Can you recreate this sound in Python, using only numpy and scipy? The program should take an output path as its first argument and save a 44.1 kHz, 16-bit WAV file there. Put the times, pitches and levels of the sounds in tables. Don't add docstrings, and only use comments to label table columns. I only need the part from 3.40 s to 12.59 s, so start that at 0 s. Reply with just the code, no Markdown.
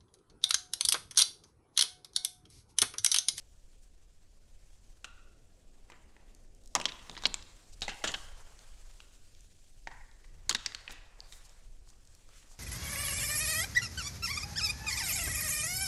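import sys
import numpy as np
from scipy import signal
from scipy.fft import rfft, irfft
from scipy.io import wavfile
from scipy.ndimage import uniform_filter1d

SR = 44100
rng = np.random.default_rng(int(sys.argv[2]) if len(sys.argv) > 2 else 0)


def master(y):
    cut = np.clip(np.atleast_2d(y).T, -1, 1)
    pcm = np.round(cut * 32767)
    wavfile.write(sys.argv[1], SR, pcm.astype(np.int16))


N = 405279


def gain_of(db):
    return 10 ** (np.asarray(db) / 20)


def evened(x):
    return x / np.sqrt(np.mean(x ** 2) + 1e-20)


def peaked(x):
    return x / abs(x).max()


def fade(t, t60):
    return gain_of(-60 * t / t60)


def read(points, hz):
    point_hz, value = np.transpose(points)
    return np.interp(np.log(hz + 1), np.log(point_hz + 1), value)


def along(rows, column):
    rows = np.array(rows)
    return np.interp(np.arange(N) / SR, rows[:, 0], rows[:, column])


def add(mix, start_s, sound):
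    part = mix[round(start_s * SR):][:len(sound)]
    part += sound[:len(part)]


def colour(x, db_of_hz):
    return irfft(rfft(x) * gain_of(db_of_hz(np.fft.rfftfreq(len(x), 1 / SR))), len(x))


def hiss(points, size, patchy_db):
    frames = 4 * N // size + 5
    hz = np.fft.rfftfreq(size, 1 / SR)
    real, imaginary, patches = rng.standard_normal((frames, len(hz), 3)).T
    patches = uniform_filter1d(patches, size=10, axis=0)
    patches = evened(uniform_filter1d(patches, size=12, axis=1))
    spectra = (real + 1j * imaginary) * gain_of(read(points, hz)[:, None] + patchy_db * patches)
    noise = signal.istft(spectra, nperseg=size, noverlap=size - size // 4)[1]
    return evened(noise[:N])


def wind():
    # start_s, level_db
    gust_levels = [(0.0, -56), (3.33, -55), (3.91, -49), (4.27, -56.5), (4.43, -43.5), (4.58, -59.5),
                   (4.68, -45), (5.25, -55), (6.55, -55.5), (6.81, -57.5), (6.96, -48), (7.24, -53.5),
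                   (8.11, -54.5), (8.29, -51.5), (9.19, -56.5)]
    # pitch_hz, level_db
    rumble_colour = [(3.5, -41.5), (6.0, 2), (35, -1.5), (46, -18.5), (59, -11), (103, -19), (350, -50.5),
                     (2200, -120)]
    return gain_of(along(gust_levels, 1)) * hiss(rumble_colour, size=4096, patchy_db=1.5)


def drone():
    # start_s, level_db
    drone_levels = [(0, -77.5), (1.4, -76), (2.0, -72), (3.3, -70.5), (3.6, -67.5), (5, -75), (9.19, -76.5)]
    # pitch_hz, level_db
    drone_colour = [(60, -15.5), (110, -8.5), (200, -1), (550, -5.5), (750, -10.5), (1500, -52.5)]
    return gain_of(along(drone_levels, 1)) * hiss(drone_colour, size=2048, patchy_db=1.5)


def trees(x):
    # pitch_hz, fall_by_60_db_s
    echo_lengths = [(200, 0.41), (530, 0.28), (1390, 1), (3680, 0.65), (9700, 0.84)]
    out = np.zeros(N)
    turn = (np.arange(N) / SR * 9).astype(int) % 3
    slots = np.arange(300, SR - 20, 20)
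    for k in range(3):
        taps = np.zeros(SR)
        taps[slots + rng.integers(0, 20, len(slots))] = rng.choice([-1., 1.], len(slots))
        hz, t, spectra = signal.stft(taps, SR, nperseg=256)
        treble_loss_db = 5.7 * np.log2(hz[:, None] / 2000 + 1)
        shape = fade(t, read(echo_lengths, hz)[:, None]) * gain_of(-treble_loss_db)
        shape = shape * (1 - .5 * np.exp(-(t / 0.03) ** 2))
        clumps = gain_of(2.5 * evened(uniform_filter1d(rng.standard_normal(len(t)), size=6)))
        tail = signal.istft(spectra * shape * clumps, SR, nperseg=256)[1]
        out += signal.fftconvolve(x * (turn == k), tail / np.linalg.norm(tail))[:N]
    return out


def snap(hz, luck):
    t = np.arange(len(luck)) / SR
    return peaked(colour(luck, lambda f: -9 * np.log2(f / hz + 0.0013) ** 2) * fade(t, 0.0098))


def rustle():
    # start_s, level_db, coarseness_db (lifts the crunch below the high treble)
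    rustle_levels = [(0.0, -73, -1), (0.74, -76.5, 1.5), (1.48, -73, 1), (1.97, -76.5, -0.5),
                     (2.71, -75, 9.5), (3.3, -76, -0.5), (3.51, -65.5, 9), (4.15, -68.5, 0),
                     (4.37, -68.5, -1), (4.7, -57, 6), (4.94, -66, 8.5), (6.3, -70.5, -9), (7.01, -72.5, 6),
                     (7.32, -68.5, 9), (7.63, -75.5, 14.5), (8.06, -68, 5.5), (8.4, -73.5, 0.5),
                     (9.19, -68, 0)]
    # pitch_hz, level_db
    hay_colour = [(290, -34), (500, -9.5), (1400, -12), (5500, -6), (8000, -4), (11000, -5.5), (16500, -13)]
    noise = hiss(hay_colour, size=512, patchy_db=1.5)
    coarse = colour(noise, lambda f: -40 / (1 + (3500 / (f + 1)) ** 3))
    fine = noise - coarse

    sizes = gain_of(4 * np.minimum(rng.exponential(1, N), 3)) * (rng.random(N) < 400 / SR)
    kind = rng.integers(0, 8, N)
    crackle = np.zeros(N)
    for k, hz in enumerate(np.geomspace(1500, 11000, num=8)):
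        crackle += signal.oaconvolve(sizes * (kind == k), snap(hz, rng.standard_normal(400)))[:N]

    flicker = uniform_filter1d(uniform_filter1d(rng.standard_normal(N), size=600), size=600)
    level = gain_of(along(rustle_levels, 1) + 1.3 * evened(flicker))
    crunch = gain_of(along(rustle_levels, 2)) * coarse
    return level * (1.43 * fine + 2.36 * crunch + 0.37 * evened(crackle))


def small_snaps():
    # start_s, level_db (peak of the direct sound), pitch_hz
    ticks = [(3.237, -50, 6000), (3.752, -37.5, 3570), (4.409, -37, 6850), (4.7177, -28, 5700),
             (7.366, -44, 4050), (7.937, -47, 1980), (5.512, -52, 4300), (4.545, -41, 6000),
             (7.794, -50.5, 593), (2.9487, -44, 6900), (3.1492, -46, 7440), (3.259, -44, 7640),
             (3.2753, -40, 6960), (3.714, -39, 3770), (4.025, -39, 3740), (5.191, -43, 4470),
             (5.9493, -47.5, 4000), (6.007, -47, 7840), (6.714, -51.5, 4000), (7.167, -33, 4570),
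             (7.508, -33.5, 4050), (7.524, -42, 3900), (8.094, -45.5, 5760), (8.489, -45.5, 5450),
             (8.502, -45, 7260), (8.652, -48.5, 7300), (8.674, -44.5, 5800), (8.75, -42.5, 8240),
             (8.89, -49, 5360), (8.4748, -55, 900), (8.529, -61, 905), (8.89, -54.5, 744),
             (9.028, -52.5, 1800), (9.114, -55, 895)]
    snaps = np.zeros(N)
    for (start_s, level_db, hz), luck in zip(ticks, rng.standard_normal((len(ticks), 400))):
        add(snaps, start_s, gain_of(level_db) * snap(hz, luck))
    return snaps + gain_of(-5.0) * trees(snaps)


def airy_bursts():
    # middle_s, half_length_s, level_db (rms of the noise before it is shaped), pitch_hz
    bursts = [(0.437, 0.018, -65, 8900), (2.536, 0.043, -64.5, 1440), (4.336, 0.011, -56.5, 5730),
              (7.521, 0.0096, -48, 11050), (7.946, 0.051, -56.5, 9200), (8.055, 0.014, -57.5, 7800),
              (8.492, 0.022, -63, 6860), (8.98, 0.049, -61.5, 7500), (9.12, 0.028, -60, 7000),
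              (3.49, 0.0095, -42, 2780), (4.783, 0.079, -57.5, 6240), (8.967, 0.067, -67.5, 2280)]
    out = np.zeros(N)
    for (middle_s, half_s, level_db, hz), luck in zip(bursts, rng.standard_normal((len(bursts), 8192))):
        t = (np.arange(len(luck)) - len(luck) // 2) / SR
        air = evened(colour(luck, lambda f: -8. * np.log2(f / hz + 1e-3) ** 2))
        add(out, middle_s + t[0], gain_of(level_db) * air * np.exp(-(t / half_s) ** 2))
    return out


def nearness_db(f, beam_hz, tine_hz, sharp, floor_db):
    octaves_squared = np.minimum(np.log2(f / beam_hz) ** 2, np.log2(f / tine_hz) ** 2)
    return np.maximum(-sharp * octaves_squared, floor_db)


def bone_ring(beam_hz, tine_hz, t60, luck):
    # pitch_hz, level_db
    bone_modes = [(640, -3), (790, 4), (960, 3.5), (1140, 6), (1405, -2.5), (1630, -4), (1920, 2.5),
                  (2250, -6.5), (2750, 1), (3200, 5), (3500, -7.5), (3850, 9.5), (4250, 7.5), (4500, 0.5),
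                  (5350, 0.5), (7350, -3.5)]
    split = .016
    low_rings = .25
    t = np.arange(len(luck)) / SR
    hz, mode_db = np.transpose(bone_modes)[:, :, None]
    for struck_hz in (beam_hz, tine_hz):
        nearest = abs(np.log(hz / struck_hz)).argmin()
        hz = np.where(np.arange(len(hz))[:, None] == nearest, struck_hz, hz)
    start = np.pi * luck[-len(hz):, None]
    level = gain_of(mode_db + nearness_db(hz, beam_hz, tine_hz, 290, -16))
    level = level * fade(t, t60 / (hz / 2000) ** low_rings)
    modes = level * np.sin(2 * np.pi * hz * t + start) * np.cos(2 * np.pi * split * hz * t)
    return modes.sum(0)


def tine_slide(broad, broad_db, beam_hz, tine_hz, t60, luck):
    t = np.arange(len(luck)) / SR
    fading = fade(t, 1.8 * t60)
    struck = colour(luck, lambda f: broad_db(f) + nearness_db(f + 1, beam_hz, tine_hz, 73, -14))
    grains = abs(evened(uniform_filter1d(luck[::-1], size=60)))
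    rasp = (struck + 0.47 * broad * fading) * (0.68 + grains ** 0.52) * fading
    return rasp * np.minimum(t / 0.00039, 1)


def knock(level_db, beam_hz, tine_hz, thud_db, edge_db, rise_s, t60, luck):
    # pitch_hz, level_db
    crack_colour = [(60, -30.5), (150, -10.5), (500, -5), (2000, -2.5), (7000, -7.5), (16500, -31.5)]
    slide, slide_per_doubling = 0.42, 0.084
    t = np.arange(len(luck)) / SR
    crack_db = lambda f: read(crack_colour, f)
    broad = colour(luck, crack_db)
    crack = broad * fade(t, 0.0031)
    ring = bone_ring(beam_hz, tine_hz, t60, luck)
    rasp = tine_slide(broad, crack_db, beam_hz, tine_hz, t60, luck)
    thump = colour(luck, lambda f: -4. * np.log2(f / 230 + 1e-3) ** 2) * fade(t, 0.25)

    share = np.clip(slide + slide_per_doubling * np.log2(t60 / .03), 0, 1)
    slid = share * peaked(rasp) * np.array([np.ones(len(t)), fade(t, 0.018)])
    parts = (1 - share) * peaked(ring) + slid + 0.69 * peaked(crack) + 0.032 * peaked(thump)
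    parts = parts * np.clip(t / max(rise_s, 1 / SR), 0, 1)

    def shelves(f):
        return thud_db / (1 + (f / (0.94 * beam_hz)) ** 4) + edge_db / (1 + (6500 / (f + 1)) ** 4)

    near, far = (colour(np.pad(part, (64, 0)), shelves) for part in parts)
    return gain_of(level_db) * peaked(near), gain_of(level_db) * peaked(far)


def antlers():
    # start_s, level_db (peak of the direct sound), beam_hz (thick beam), tine_hz (thin tine),
    # thud_db (low shelf), edge_db (high shelf), rise_s, ring_s (60 dB fall at 2000 Hz)
    blows = [(1.644, -29, 1410, 2770, -3.5, 11, 0.00047, 0.031),
             (2.5, -40.5, 990, 2060, 3, 12, .0004, 0.038),
             (2.5194, -42.5, 2220, 3130, 12, 6, 0.00078, 0.023),
             (2.765, -45.5, 1760, 2530, 14, 5, 0.0011, 0.024),
             (3.3518, -9.5, 1190, 1923, -4.5, 11, 0.00017, 0.014),
             (3.3565, -21, 675, 1000, 4, 2, 0.0021, 0.045),
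             (3.3998, -24.5, 620, 2900, 1.5, 14, .0006, .018),
             (3.4123, -24.5, 2690, 8650, -4, -4, 0.0017, 0.022),
             (3.442, -36, 1980, 3740, 0.5, 20, 0.0016, 0.015),
             (3.455, -12, 3297, 5480, -9.5, -9.5, 0.00085, 0.029),
             (3.52, -32.5, 2880, 3500, -14, -13, 0.00074, 0.019),
             (3.6962, -30.5, 2250, 4100, 3, 4, 0.0008, 0.013),
             (3.767, -32, 1880, 3570, -3, -20, 0.0032, 0.017),
             (3.7763, -30, 935, 4720, -12, -6, 0.00051, 0.044),
             (3.8232, -31.5, 900, 3700, -10, 10, 0.00043, 0.031),
             (3.8367, -28, 1580, 3740, 0.5, 3, 0.00048, 0.077),
             (3.8543, -11, 2720, 4410, -16, -24, 0.0016, 0.021),
             (3.867, -21, 980, 4970, 1, 23, 0.00046, 0.022),
             (3.9421, -13.5, 2250, 7470, -10, 11, 0.00045, 0.019),
             (4.4189, -20.5, 3080, 4360, -2, 3, 0.0013, 0.024),
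             (4.4227, -25.5, 686, 3760, -7.5, 5.5, 0.00067, 0.1),
             (4.4801, -24, 800, 2030, 1, 2, 0.0014, 0.022),
             (4.487, -29.5, 1600, 2775, -8.5, -4, 0.0043, 0.12),
             (4.6395, -19, 1597, 3164, 3.5, 7, 0.0019, 0.069),
             (4.6742, -21.5, 2945, 7100, -14, -8.5, 0.00063, 0.089),
             (4.6892, -29.5, 1760, 3020, 9, -8, 0.0019, 0.056),
             (4.7395, -23, 1576, 3100, -8.5, -9, 0.0035, 0.031),
             (5.6027, -39.5, 1430, 2770, -11.5, 3.5, 0.00056, 0.021),
             (6.4723, -27.5, 900, 1845, -2, -9.5, 0.00053, 0.04),
             (6.513, -43.5, 985, 1830, 0, 0, 0.0015, 0.075),
             (6.8415, -51.5, 1974, 2290, -4, -17, 0.003, .035),
             (7.0942, -11.5, 1040, 4320, -8.5, 17.5, 0.000085, 0.045),
             (7.1107, -18.5, 1356, 3230, -1, 5, 0.001, 0.028),
             (7.127, -24.5, 1100, 4700, -23, 18.5, 0.00033, 0.016),
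             (7.1482, -15.5, 1730, 3760, -6.5, 2.5, 0.00066, 0.028),
             (7.261, -18.5, 2140, 5230, -14.5, -3, 0.00049, 0.026),
             (7.321, -37.5, 2050, 3770, -3, -8, .0005, 0.0083),
             (7.3478, -21, 1326, 4330, -15, 2, 0.001, 0.018),
             (7.4782, -29.5, 1930, 2555, -10, -37, 0.00067, 0.023),
             (7.494, -38, 1710, 2510, 7, 6, 0.0018, 0.23),
             (7.804, -32, 2430, 4600, -46, -1, 0.00051, 0.0078),
             (7.9236, -35.5, 2100, 3740, -2.5, 17.5, 0.00099, 0.064)]
    echo_db, echo_per_db = -11.5, -0.02
    echo_keeps_s = 0.08
    dry, sent = np.zeros(N), np.zeros(N)
    for (start_s, level_db, *blow), luck in zip(blows, rng.standard_normal((len(blows), 6000))):
        near, far = knock(level_db, *blow, luck)
        add(dry, start_s - 64 / SR, near)
        louder_db = level_db + 25
        opening = fade(np.arange(len(far)) / SR, echo_keeps_s * gain_of(-louder_db))
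        add(sent, start_s, gain_of(echo_db + echo_per_db * louder_db) * far * opening)
    return dry + trees(sent)


def scene():
    return (wind() + drone() + rustle() + small_snaps() + airy_bursts() + antlers())[None]


def record(dry):
    # pitch_hz, level_db
    treble_loss = [(7500, 1), (9500, -4.5), (12500, -11), (15000, -11), (16500, -31.5)]
    edge_hz = 16300
    heard = colour(dry[0], lambda f: read(treble_loss, f))[None]
    low_pass = signal.firwin(511, edge_hz, window=("kaiser", 9), fs=SR)
    return signal.oaconvolve(heard, low_pass[None], "same")


dry = scene()
out = record(dry)
master(out)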